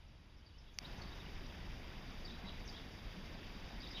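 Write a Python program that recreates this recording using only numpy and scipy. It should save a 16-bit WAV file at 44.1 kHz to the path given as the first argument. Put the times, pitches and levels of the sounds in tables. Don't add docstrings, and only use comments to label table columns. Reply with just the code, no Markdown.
import sys
import numpy as np
from scipy import signal
from scipy.fft import rfft, irfft
from scipy.io import wavfile

SR = 44100
rng = np.random.default_rng(int(sys.argv[2]) if len(sys.argv) > 2 else 0)


def int16_out(signal):
    q = np.round(np.clip(np.atleast_2d(signal).T, -1, 1) * 32767)
    wavfile.write(sys.argv[1], SR, q.astype(np.int16))


N = 176400
TIME = np.arange(N) / SR


def from_db(db):
    return 10 ** (np.asarray(db) / 20)


def rms_one(x):
    return x / np.sqrt(np.mean(x ** 2) + 1e-20)


def level(rows):
    return from_db(np.interp(TIME, *np.transpose(rows)))


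def drift(rate):
    step, warm_up = 20, 4000
    r = np.exp(-2 * np.pi * rate * step / SR)
    noise = rng.standard_normal(N // step + warm_up + 2)
    slow = signal.lfilter([1], [1, -2 * r, r * r], noise)[warm_up:]
    return np.interp(np.arange(N) / step, np.arange(len(slow)), rms_one(slow))


def coloured_noise(spectrum, low_hz, high_hz, flicker_db, flicker_per_s):
    hz = np.arange(N // 2 + 1) * SR / N + 1e-3
    points_hz, points_db = np.transpose(spectrum)
    colour = from_db(np.interp(np.log(hz), np.log(points_hz), points_db))
    edges = 1 / np.sqrt((1 + (low_hz / hz) ** 12) * (1 + (hz / high_hz) ** 40))
    shaped = rfft(rng.standard_normal(N)) * edges * colour
    band_number = np.clip(np.floor(2 * np.log2(hz / 40)), 0, 16)
    bands = (irfft(shaped * (band_number == k), N) for k in range(17))
    return rms_one(sum(band * from_db(flicker_db * drift(flicker_per_s)) for band in bands))


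def ring(kicks, hz, fade_s):
    r, w = from_db(-60 / (fade_s * SR)), 2 * np.pi * hz / SR
    return signal.lfilter([0, np.sin(w)], [1, -2 * r * np.cos(w), r * r], kicks + 1e-18)


def roughen(roughness, rasp):
    share = np.clip(roughness, 0, 1)
    return np.sqrt(1 - share ** 2) + share * rasp


def rumble():
    # time in seconds, volume change in dB.
    loudness = [(0, -6.5), (.78, -7.5), (.9, 1), (1.02, 1.5), (1.2, 1), (1.7, 1), (4, -0.2)]
    # frequency in Hz, relative strength in dB.
    spectrum = [(18, -0.5), (25, 1.5), (42, 1), (60, -6.5), (80, -3.5), (100, -10), (160, -12)]
    noise = coloured_noise(spectrum, 16, 145, flicker_db=0.9, flicker_per_s=3)
    return level(loudness) * from_db(-51) * noise


def bird_and_drips():
    # start in seconds, length in seconds, first pitch in Hz, last pitch in Hz,
    # relative level in dB, roughness (0 is clear, 1 or more is fully rough).
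    # The rows at 2.709 and 3.888 seconds are the drips.
    chirps_and_drips = [(.364, 0.035, 5660, 4800, -70, 0.5), (0.418, 0.02, 2870, 3240, -69, 0.4),
                        (0.455, 0.019, 3730, 4600, -64, 0.4), (0.46, 0.023, 4850, 4500, -60, 0.3),
                        (.484, .04, 4100, 3230, -70, 0.6), (0.535, 0.047, 2750, 3200, -67, .4),
                        (.577, 0.027, 5800, 4750, -64, 0.7), (.659, 0.055, 3500, 3400, -64.5, 1),
                        (0.733, 0.027, 5940, 6360, -66, .85), (0.84, 0.03, 3595, 4260, -48.5, 0.5),
                        (0.979, .018, 5950, 5830, -61.5, 0.7), (1.012, .017, 4450, 4420, -51.5, 0.3),
                        (1.108, 0.034, 3450, 4080, -56, .5), (1.187, 0.044, 4050, 3140, -56, .4),
                        (2.246, 0.02, 4410, 4940, -45, 0.25), (2.258, 0.013, 4750, 3800, -50, 0.9),
                        (2.273, 0.018, 4230, 3290, -51, .5), (2.295, .022, 3350, 3970, -49.5, .15),
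                        (2.444, 0.078, 3910, 3940, -53, 0.7), (2.478, 0.03, 3740, 2880, -51, 0.8),
                        (2.649, 0.026, 6040, 6340, -62.5, 0.4), (2.673, 0.012, 5650, 5150, -49, 0.8),
                        (2.686, 0.019, 5000, 4500, -49.5, 0.5), (2.709, .01, 5800, 6340, -62, 1.1),
                        (2.73, .034, 3130, 3420, -54.5, 0.4), (2.756, 0.039, 3800, 3320, -49.5, 0.8),
                        (3.801, 0.013, 4280, 4980, -48.5, 0), (3.817, 0.0085, 4660, 5100, -53.5, 0.6),
                        (3.824, 0.026, 3980, 3640, -50.5, 0.9), (3.86, 0.014, 3250, 3780, -45, 0.3),
                        (3.869, 0.0092, 4200, 4900, -51, .2), (3.888, 0.0061, 4700, 5770, -59, .7),
                        (3.901, 0.026, 5230, 4690, -50.5, .5), (3.925, .018, 4680, 4450, -52, .7),
                        (3.937, 0.0403, 3625, 3860, -45, 0.4), (3.965, 0.042, 3430, 2864, -45, 1.1)]
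    echo_db, echo_fade_s, echo_roughness = -2, 0.4, 0.88
    direct, scattered = np.zeros(N), np.zeros(N)
    waver = 1 + 0.014 * drift(rate=132)
    rasp = (drift(rate=490) + 1j * drift(rate=490)) / np.sqrt(2)
    strength = from_db(-1 + 2 * drift(rate=132))
    for start, length, first_hz, last_hz, db, roughness in chirps_and_drips:
        now = (TIME >= start) & (TIME < start + length)
        progress = (TIME[now] - start) / length
        hz = (first_hz + (last_hz - first_hz) * progress) * waver[now]
        arch = from_db(db) * strength[now] * np.sin(np.pi * progress)
        tone = arch * np.exp(2j * np.pi * np.cumsum(hz) / SR)
        direct[now] += np.real(tone * roughen(roughness, rasp[now]))
        scattered[now] += np.real(tone * roughen(echo_roughness, rasp[now]))
    tail = rng.standard_normal(SR) * from_db(-60 * TIME[:SR] / echo_fade_s)
    echo = signal.fftconvolve(scattered, tail / np.linalg.norm(tail))[:N]
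    return direct + from_db(echo_db) * echo


def wash():
    # frequency in Hz, relative strength in dB.
    spectrum = [(150, 2), (260, -6.5), (450, -13.5), (900, -15), (1300, -18), (3300, -18.5), (4900, -20),
                (5800, -28.5), (7000, -34.5)]
    return from_db(-66) * coloured_noise(spectrum, 152, 7000, flicker_db=0.5, flicker_per_s=7.2)


def splashes():
    # time of the peak in seconds, half the length in seconds, level in dB.
    slops = [(1.012, 0.033, -56.5), (2.253, 0.018, -77), (2.486, 0.069, -62.5)]
    # frequency in Hz, relative strength in dB.
    spectrum = [(250, -4), (950, 3.5), (1500, -1.5), (3000, -41)]
    swell = sum(from_db(db) * np.exp(-((TIME - peak) / half) ** 2) for peak, half, db in slops)
    return swell * coloured_noise(spectrum, 340, 3000, flicker_db=5, flicker_per_s=92)


def plips():
    # start in seconds, starting pitch in Hz, level in dB.
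    bubbles = [(.082, 5600, -64), (1.260, 2840, -49), (1.465, 5650, -51.5), (2.435, 184, -37),
               (2.445, 2020, -49), (3.165, 176.4, -36)]
    ring_cycles, longest_fade_s, rise_per_s = 120, 0.13, 2.4
    out = np.zeros(N)
    for start, hz, db in bubbles:
        age = np.clip(TIME - start, 0, 1)
        fade_s = min(ring_cycles / hz, longest_fade_s)
        swell = 1 - np.exp(-age * hz / 2)
        tone = np.sin(2 * np.pi * hz * age * (1 + rise_per_s * age / 2))
        out += swell * from_db(db - 60 * age / fade_s) * tone
    return out


def click():
    # time in seconds, strength of the hit in dB.
    hits = [(0.787, -27)]
    # pitch in Hz, relative level in dB, seconds to fade by 60 dB.
    tones = [(424, -30, .012), (756, -20.5, 0.011), (1250, -20, 0.012), (2110, -4, 0.0053),
             (2980, -1.5, 0.0024), (3900, -13, 0.011), (4520, -5.5, 0.012), (5470, 0.5, 0.0057),
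             (5950, -2, .005), (7060, -14, 0.005), (9440, -20, 0.0042), (11900, -21, .0025),
             (13250, -20, .0035)]
    kicks = np.zeros(N)
    for start, db in hits:
        kicks[int(start * SR)] = from_db(db)
    return sum((-1) ** k * from_db(db) * ring(kicks, hz, fade_s)
               for k, (hz, db, fade_s) in enumerate(tones))


def fizz(bubbles_per_s=1100, ring_cycles=14.6, spread_db=5):
    low_hz, high_hz, pitch_count, soften_above_hz = 623, 5250, 28, 4500
    strengths = from_db(spread_db * np.minimum(rng.exponential(1, N), 4))
    signs = rng.choice([-1, 1], N)
    kicks = strengths * signs * (rng.random(N) < bubbles_per_s / SR)
    pitch_number = rng.integers(0, pitch_count, N)
    ringing = sum(np.sqrt(hz) * ring(kicks * (pitch_number == k), hz, ring_cycles / hz)
                  for k, hz in enumerate(np.geomspace(low_hz, high_hz, pitch_count)))
    soften = signal.butter(4, soften_above_hz, fs=SR, output="sos")
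    return from_db(-66.5) * signal.sosfilt(soften, rms_one(ringing))


def hiss(cut_above_hz=12500):
    # frequency in Hz, relative strength in dB.
    spectrum = [(7000, -11), (8300, -7), (9200, -1), (10200, 3), (11500, 1), (13500, 1), (15500, 0)]
    # time in seconds, volume change in dB.
    loudness = [(0, -9.5), (.6, -10.5), (.66, -7.5), (.76, -7), (.84, 1.5), (1.01, -0.5), (1.2, -0.3),
                (4, -.3)]
    # time in seconds, treble cut in dB.
    coding_cut = [(.6, -13), (.8, 0)]
    noise = from_db(-78.5) * coloured_noise(spectrum, 6800, 16200, flicker_db=1, flicker_per_s=24)
    treble = irfft(rfft(noise) * (np.arange(N // 2 + 1) * SR / N > cut_above_hz), N)
    return level(loudness) * (noise - treble + level(coding_cut) * treble)


def water():
    # frequency in Hz, relative strength in dB.
    spectrum = [(88, -33), (150, 2.5), (262, -3), (466, -10.5), (960, -12.5), (1250, -16.5), (1820, -13.5),
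                (2930, -15.5), (3810, -15.5), (4210, -19), (4800, -15.5), (6450, -31), (7600, -43),
                (9880, -76), (16700, -120)]
    # time in seconds, volume change in dB.
    loudness = [(0, -18), (.58, -20), (.64, -15.5), (.79, -18), (.81, -3), (.835, -0.5), (.93, 0.5),
                (1.01, 0), (1.12, -0.3), (1.5, -0.5), (2.4, -0.33), (3.1, -0.65), (4, 0.74)]
    rush = from_db(-54) * coloured_noise(spectrum, 152.7, 7600, flicker_db=1.44, flicker_per_s=28)
    return hiss() + level(loudness) * (rush + fizz())


def scene():
    return (water() + wash() + rumble() + splashes() + plips() + bird_and_drips() + click())[None]


def record(dry):
    # frequency in Hz, width in Hz, depth in dB.
    dips = [(4193, 400, -20), (7870, 450, -6), (8840, 660, -23), (12700, 340, -19)]
    cutoff_hz = 15350
    for hz, width_hz, depth_db in dips:
        notched = signal.lfilter(*signal.iirnotch(hz, hz / width_hz, fs=SR), dry)
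        dry = notched + from_db(depth_db) * (dry - notched)
    return signal.sosfilt(signal.ellip(10, 0.2, 70, cutoff_hz, fs=SR, output="sos"), dry)


dry = scene()
out = record(dry)
int16_out(out)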